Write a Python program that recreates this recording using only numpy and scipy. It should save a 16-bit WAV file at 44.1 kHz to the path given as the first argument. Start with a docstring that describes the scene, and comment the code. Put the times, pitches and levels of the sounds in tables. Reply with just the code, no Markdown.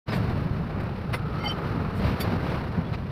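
"""A bare brake disc turns on a jacked-up car at night, one microphone close to the wheel arch.
The pad drags on the disc and sets its modes ringing in one short squeal. Loose metal knocks twice,
chattering and ringing until it seats, and a few dull thumps and gritty scuffs come between.
Behind it all lie a rough, fluttering rush and the low rumble of engine and wind."""
import sys
import numpy as np
from scipy import signal
from scipy.fft import rfft, irfft, next_fast_len
from scipy.io import wavfile

SR = 44100
rng = np.random.default_rng(int(sys.argv[2]) if len(sys.argv) > 2 else 0)


def wav_out(sig):
    """Save sig, one row per channel (or a flat mono array), as 16-bit PCM at SR to the path in sys.argv[1]."""
    wavfile.write(sys.argv[1], SR, np.round(np.clip(np.atleast_2d(sig).T, -1, 1) * 32767).astype(np.int16))


N = 137151

# Disc modes taking turns to sound, close up: start_s, length_s, pitch_hz, level_db, fuzz_ratio
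BRAKE_SQUEAKS = [(.097, .028, 5110, -44, .6), (1.4, .024, 2116, -43, .3), (1.426, .056, 2118, -37.5, .25),
                 (1.435, .05, 842, -35, .45), (1.385, .06, 3063, -56, .3), (1.434, .025, 3063, -46, .1),
                 (1.453, .028, 3066, -30, .05), (1.486, .042, 3074, -33, .05), (1.4, .14, 4624, -57, .5),
                 (1.438, .028, 4624, -43, .2), (1.467, .029, 4626, -36, .2), (1.489, .026, 4620, -45, .35),
                 (1.385, .16, 5566, -63, .5), (1.447, .024, 5566, -52, .2), (1.473, .037, 5566, -43.5, .35),
                 (1.484, .024, 2760, -45, .8), (1.432, .07, 8091, -66, .2), (1.483, .023, 8662, -59, .3),
                 (1.458, .035, 11330, -67, .2), (1.433, .048, 12608, -67, .6),
                 (1.433, .035, 13300, -67, .6), (1.433, .03, 14150, -69, .8), (1.506, .02, 12680, -57, .5),
                 (1.504, .022, 11050, -61, .5), (1.505, .022, 9400, -61, .6), (1.56, .17, 14570, -77, .7),
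                 (1.57, .14, 11470, -81, .6), (2.838, .06, 3380, -57, .95)]


def brake_squeal(length_s, pitch_hz, level_db, fuzz):
    """One disc mode swells, wavers, lets go and rings out; uneven friction blurs its pitch."""
    edge_s, ring_s = .013, .006
    waver_hz, blur_hz, boost_db = 20, 130, 1
    t = np.arange(0, length_s + 6 * ring_s, 1 / SR)
    rise = np.sin(np.pi / 2 * np.minimum(t / edge_s, 1)) ** 2
    fall = 1 / np.cosh(np.maximum(t - length_s + edge_s, 0) / ring_s)
    pitch = pitch_hz + waver_hz * drift(rate_hz=320, size=len(t))
    blur = (drift(blur_hz, len(t)) + 1j * drift(blur_hz, len(t))) / np.sqrt(2)
    pure = np.exp(2j * np.pi * np.cumsum(pitch) / SR)
    tone = (np.sqrt(1 - fuzz ** 2) + fuzz * blur) * pure
    return amp(level_db + boost_db) * np.sqrt(2) * rise * fall * tone.real


# The pad rubbing before, under and after the squeal: time_s, level_db
DRAG_LEVEL = [(1.12, -70), (1.18, -43), (1.35, -45), (1.47, -39), (1.57, -45), (1.9, -48), (2.05, -56),
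              (2.2, -90)]


def pad_drag(pitch_hz=1287, width_hz=284):
    """Pad friction excites one broad resonance of the brake."""
    resonance = np.exp(2j * np.pi * pitch_hz * np.arange(N) / SR)
    friction = drift(width_hz / 2) + 1j * drift(width_hz / 2)
    return unit((resonance * friction).real) * level(DRAG_LEVEL)


# Ring of the lower-pitched loose part: pitch_hz, level_db, t60_s
CLANK_MODES = [(495, 2.5, .06), (940, 2, .06), (2060, -2, .07), (2240, -8, .07), (2560, -10, .07),
               (3450, -10, .07), (4380, -21, .07), (5260, -14, .07), (7090, -31, .15), (8550, -24, .12),
               (9720, -15, .08), (10900, -17, .13), (13780, -20, .09), (14640, -21, .12)]
# Crunch of its contact: frequency_hz, density_db
CLANK_CRUNCH = [(200, -10), (500, -4), (1300, 0.5), (2400, -5), (4000, -13.5), (5500, -18.5), (6300, -35),
                (7800, -39), (9200, -21), (12200, -30), (14000, -29), (15500, -36)]


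def clank():
    """A loose part knocks with a short, low ring."""
    return metal_knock(CLANK_MODES, CLANK_CRUNCH, chatter_s=.033, seated_s=.052,
                       ring_db=-34, crunch_db=-30, tail_db=-9.5, tail_t60_s=.12)


# Ring of the brighter loose part: pitch_hz, level_db, t60_s
CLINK_MODES = [(2230, -1, .06), (3490, 1, .06), (4605, 2, .18), (5420, -8, .08), (6968, -12, .12),
               (9282, -11, .2), (9950, -7, .05), (10340, -8, .07), (11570, -5, .06), (12400, -8, .05),
               (12585, -4, .08), (12890, -11, .2), (13770, -9, .07), (14955, -11, .09)]
# Crunch of its contact: frequency_hz, density_db
CLINK_CRUNCH = [(500, -12), (2000, 2), (3500, -4), (5400, -9), (6500, -21), (10000, -12), (13000, -8),
                (15500, -12)]


def clink():
    """A second loose part knocks with a thin, high ring."""
    return metal_knock(CLINK_MODES, CLINK_CRUNCH, chatter_s=.024, seated_s=.039,
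                       ring_db=-38.5, crunch_db=-36, tail_db=-6, tail_t60_s=.13)


def metal_knock(modes, crunch, chatter_s, seated_s, ring_db, crunch_db, tail_db, tail_t60_s):
    """Metal chatters on metal, rings with clear modes over a dense tail, and is damped as it seats."""
    chatter_hz, damping_s = 250, .005
    t = np.arange(SR // 8) / SR
    contact = np.sin(np.pi * np.minimum(t / chatter_s, 1))
    force = contact * amp(2 * drift(chatter_hz, len(t)))
    damping = np.exp(-np.maximum(t - seated_s, 0) / damping_s)

    def ring(t60_s):
        """Builds up under the chatter and dies away."""
        build = signal.fftconvolve(force ** 2, amp(-60 * t / t60_s))[:len(t)]
        return damping * build / build.max()

    tail = amp(crunch_db + tail_db) * ring(tail_t60_s)
    sound = (amp(crunch_db) * force + tail) * noise(crunch, len(t))
    for pitch_hz, level_db, t60_s in modes:
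        phase = 2 * np.pi * (pitch_hz * t + rng.random())
        jitter = .6 * force * drift(rate_hz=150, size=len(t))
        sound += amp(ring_db + level_db) * ring(t60_s) * np.sin(phase + jitter)
    return sound


# Dull thumps at the car: start_s, length_s, pitch_hz, level_db
THUMPS = [(.508, .013, 110, -19), (1.112, .024, 115, -24), (2.045, .02, 100, -21), (2.072, .028, 85, -23),
          (2.772, .034, 180, -20), (2.913, .02, 110, -23)]


def thump(length_s, pitch_hz, level_db):
    """A few cycles of a dull low push, unsteady in pitch."""
    push = swell(length_s)
    pitch = pitch_hz * (1 + .19 * drift(rate_hz=140, size=len(push)))
    return amp(level_db) * np.sqrt(2) * push * np.sin(2 * np.pi * np.cumsum(pitch) / SR)


# Scuffs of grit near the microphone: start_s, length_s, level_db, hiss_db
SCUFFS = [(.075, .028, -32.5, -64), (.113, .044, -29.5, -57), (.136, .05, -37, -53.5),
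          (.798, .022, -46, -64), (.83, .016, -50, -66), (1.43, .045, -48, -62), (1.49, .04, -44, -64),
          (1.94, .075, -58, -60), (2.926, .038, -35.5, -67), (2.978, .018, -48, -78)]
# The body of a scuff and its fine hiss: frequency_hz, density_db
SCUFF_SPECTRUM = [(200, -7), (550, 4.5), (1200, 1), (2200, -1), (3200, -10), (4800, -9), (5700, -22),
                  (6800, -33), (15000, -53)]
HISS_SPECTRUM = [(4000, -23), (7000, -1), (9000, 5), (11500, -1), (13800, 7), (15500, -21.5)]


def scuff(length_s, level_db, hiss_db):
    """A short gritty rub with fine hiss on top."""
    stroke = swell(length_s)
    body = amp(level_db) * noise(SCUFF_SPECTRUM, len(stroke))
    hiss = amp(hiss_db) * noise(HISS_SPECTRUM, len(stroke))
    return stroke * (body + hiss)


# The rush around the wheel arch and its treble: frequency_hz, density_db
RUSH_SPECTRUM = [(100, -7.5), (250, -3), (400, 1), (600, -3.5), (900, -5.5), (1350, -7.5), (1700, -15),
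                 (2400, -19), (3300, -37), (6000, -75)]
TREBLE_SPECTRUM = [(700, -36), (1500, 5), (2200, -1), (2800, 0), (3300, -6), (4200, -4), (5300, -12.5),
                   (5800, -17.5), (6500, -27.5), (7600, -30), (9200, -23.5), (11500, -28), (14000, -24),
                   (15500, -26.5)]
# Their rise and fall: time_s, body_db, treble_db
RUSH_LEVEL = [(.08, -31, -43), (.14, -39.5, -47), (.2, -34.5, -45), (.45, -37, -49.5), (.7, -39, -53),
              (.82, -35, -52), (.98, -40.5, -52), (1.25, -40, -53.5), (1.48, -34.5, -44.5),
              (1.6, -34.5, -50), (1.69, -33.5, -45.5), (1.86, -36, -51.5), (1.99, -36, -47.5),
              (2.06, -30.5, -38.5), (2.15, -34.5, -44.5), (2.27, -32, -43), (2.39, -34, -47.5),
              (2.5, -31.5, -42), (2.7, -38, -50.5), (2.8, -35.5, -51), (2.9, -40.5, -52.5),
              (3.1, -41.5, -53)]


def rush(flutter_db=1.36, ticks_per_s=260, grit_db=-10):
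    """A fluttering rush of noise; tiny ticks make its treble gritty."""
    flutter = amp(flutter_db * drift(rate_hz=57))
    ticks = (rng.random(N) < ticks_per_s / SR) * rng.choice([-1, 1], N)
    tick_gain = amp(-2.5 * np.minimum(rng.exponential(1, N), 4))
    treble = noise(TREBLE_SPECTRUM) + amp(grit_db) * colour(ticks * tick_gain, TREBLE_SPECTRUM)
    body = noise(RUSH_SPECTRUM) * level(RUSH_LEVEL)
    return flutter * (body + treble * level(RUSH_LEVEL, column=2))


# Engine and wind in the background: frequency_hz, density_db
RUMBLE_SPECTRUM = [(15, -13), (30, -18.5), (45, -9), (65, -3), (120, 0), (170, -0.5), (250, -9),
                   (330, -16.5), (600, -31), (1500, -76)]
# Their rise and fall at the microphone: time_s, level_db
RUMBLE_LEVEL = [(.09, -28), (.2, -26.5), (.5, -27), (.8, -30.5), (1.05, -32), (1.15, -31), (1.4, -29.5),
                (1.62, -33.5), (1.74, -26), (1.95, -29), (2.06, -23.5), (2.16, -30), (2.25, -26.5),
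                (2.52, -28.5), (2.72, -32), (3.1, -31)]


def rumble(lumpiness_db=1):
    """Lumpy low noise of engine and wind."""
    lumpy = noise(RUMBLE_SPECTRUM) * amp(lumpiness_db * drift(rate_hz=62))
    return unit(lumpy) * level(RUMBLE_LEVEL)


def amp(db):
    """Decibels to gain."""
    return 10 ** (np.asarray(db) / 20)


def unit(x):
    """Scales to rms 1."""
    return x / np.sqrt(np.mean(x ** 2) + 1e-20)


def add(mix, start_s, sound):
    """Mixes a sound in at its start time."""
    part = mix[max(round(start_s * SR), 0):][:len(sound)]
    part += sound[:len(part)]


def level(rows, column=1):
    """Gain over time from one dB column of a curve."""
    rows = np.array(rows)
    return amp(np.interp(np.arange(N) / SR, rows[:, 0], rows[:, column]))


def colour(x, spectrum):
    """Gives x a spectrum, at rms 1."""
    hz, db = np.transpose(spectrum)
    f = np.fft.rfftfreq(len(x), 1 / SR)
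    gain = amp(np.interp(np.log(f + 1), np.log(hz), db))
    return unit(irfft(rfft(x) * gain, len(x)))


def noise(spectrum, size=N):
    """Coloured noise, rms about 1."""
    white = rng.standard_normal(next_fast_len(max(size, SR // 2)))
    return colour(white, spectrum)[:size]


def drift(rate_hz, size=N):
    """Smooth random motion up to a rate, rms about 1."""
    n = next_fast_len(max(size, SR // 2))
    lowpass = np.exp(-(np.fft.rfftfreq(n, 1 / SR) / rate_hz) ** 2)
    return unit(irfft(rfft(rng.standard_normal(n)) * lowpass, n))[:size]


def swell(length_s):
    """A half-sine rise and fall."""
    return np.sin(np.pi * np.linspace(0, 1, max(int(length_s * SR), 2)))


def scene():
    """All sources in mono, close to the wheel arch."""
    mix = rumble() + rush() + pad_drag()
    for source, events in ((brake_squeal, BRAKE_SQUEAKS), (thump, THUMPS), (scuff, SCUFFS)):
        for start_s, *settings in events:
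            add(mix, start_s, source(*settings))
    add(mix, start_s=1.126, sound=clank())
    add(mix, start_s=2.197, sound=clink())
    return mix[None]


def record(dry):
    """The microphone signal fades in quickly and loses its highest treble."""
    fade_in_s, cutoff_hz = (.057, .093), 15600
    opening = np.interp(np.arange(N) / SR, fade_in_s, (0, 1)) ** 2
    lowpass = signal.firwin(511, cutoff_hz, window=("kaiser", 9), fs=SR)
    return signal.oaconvolve(dry * opening, lowpass[None], "same")


dry = scene()
out = record(dry)
wav_out(out)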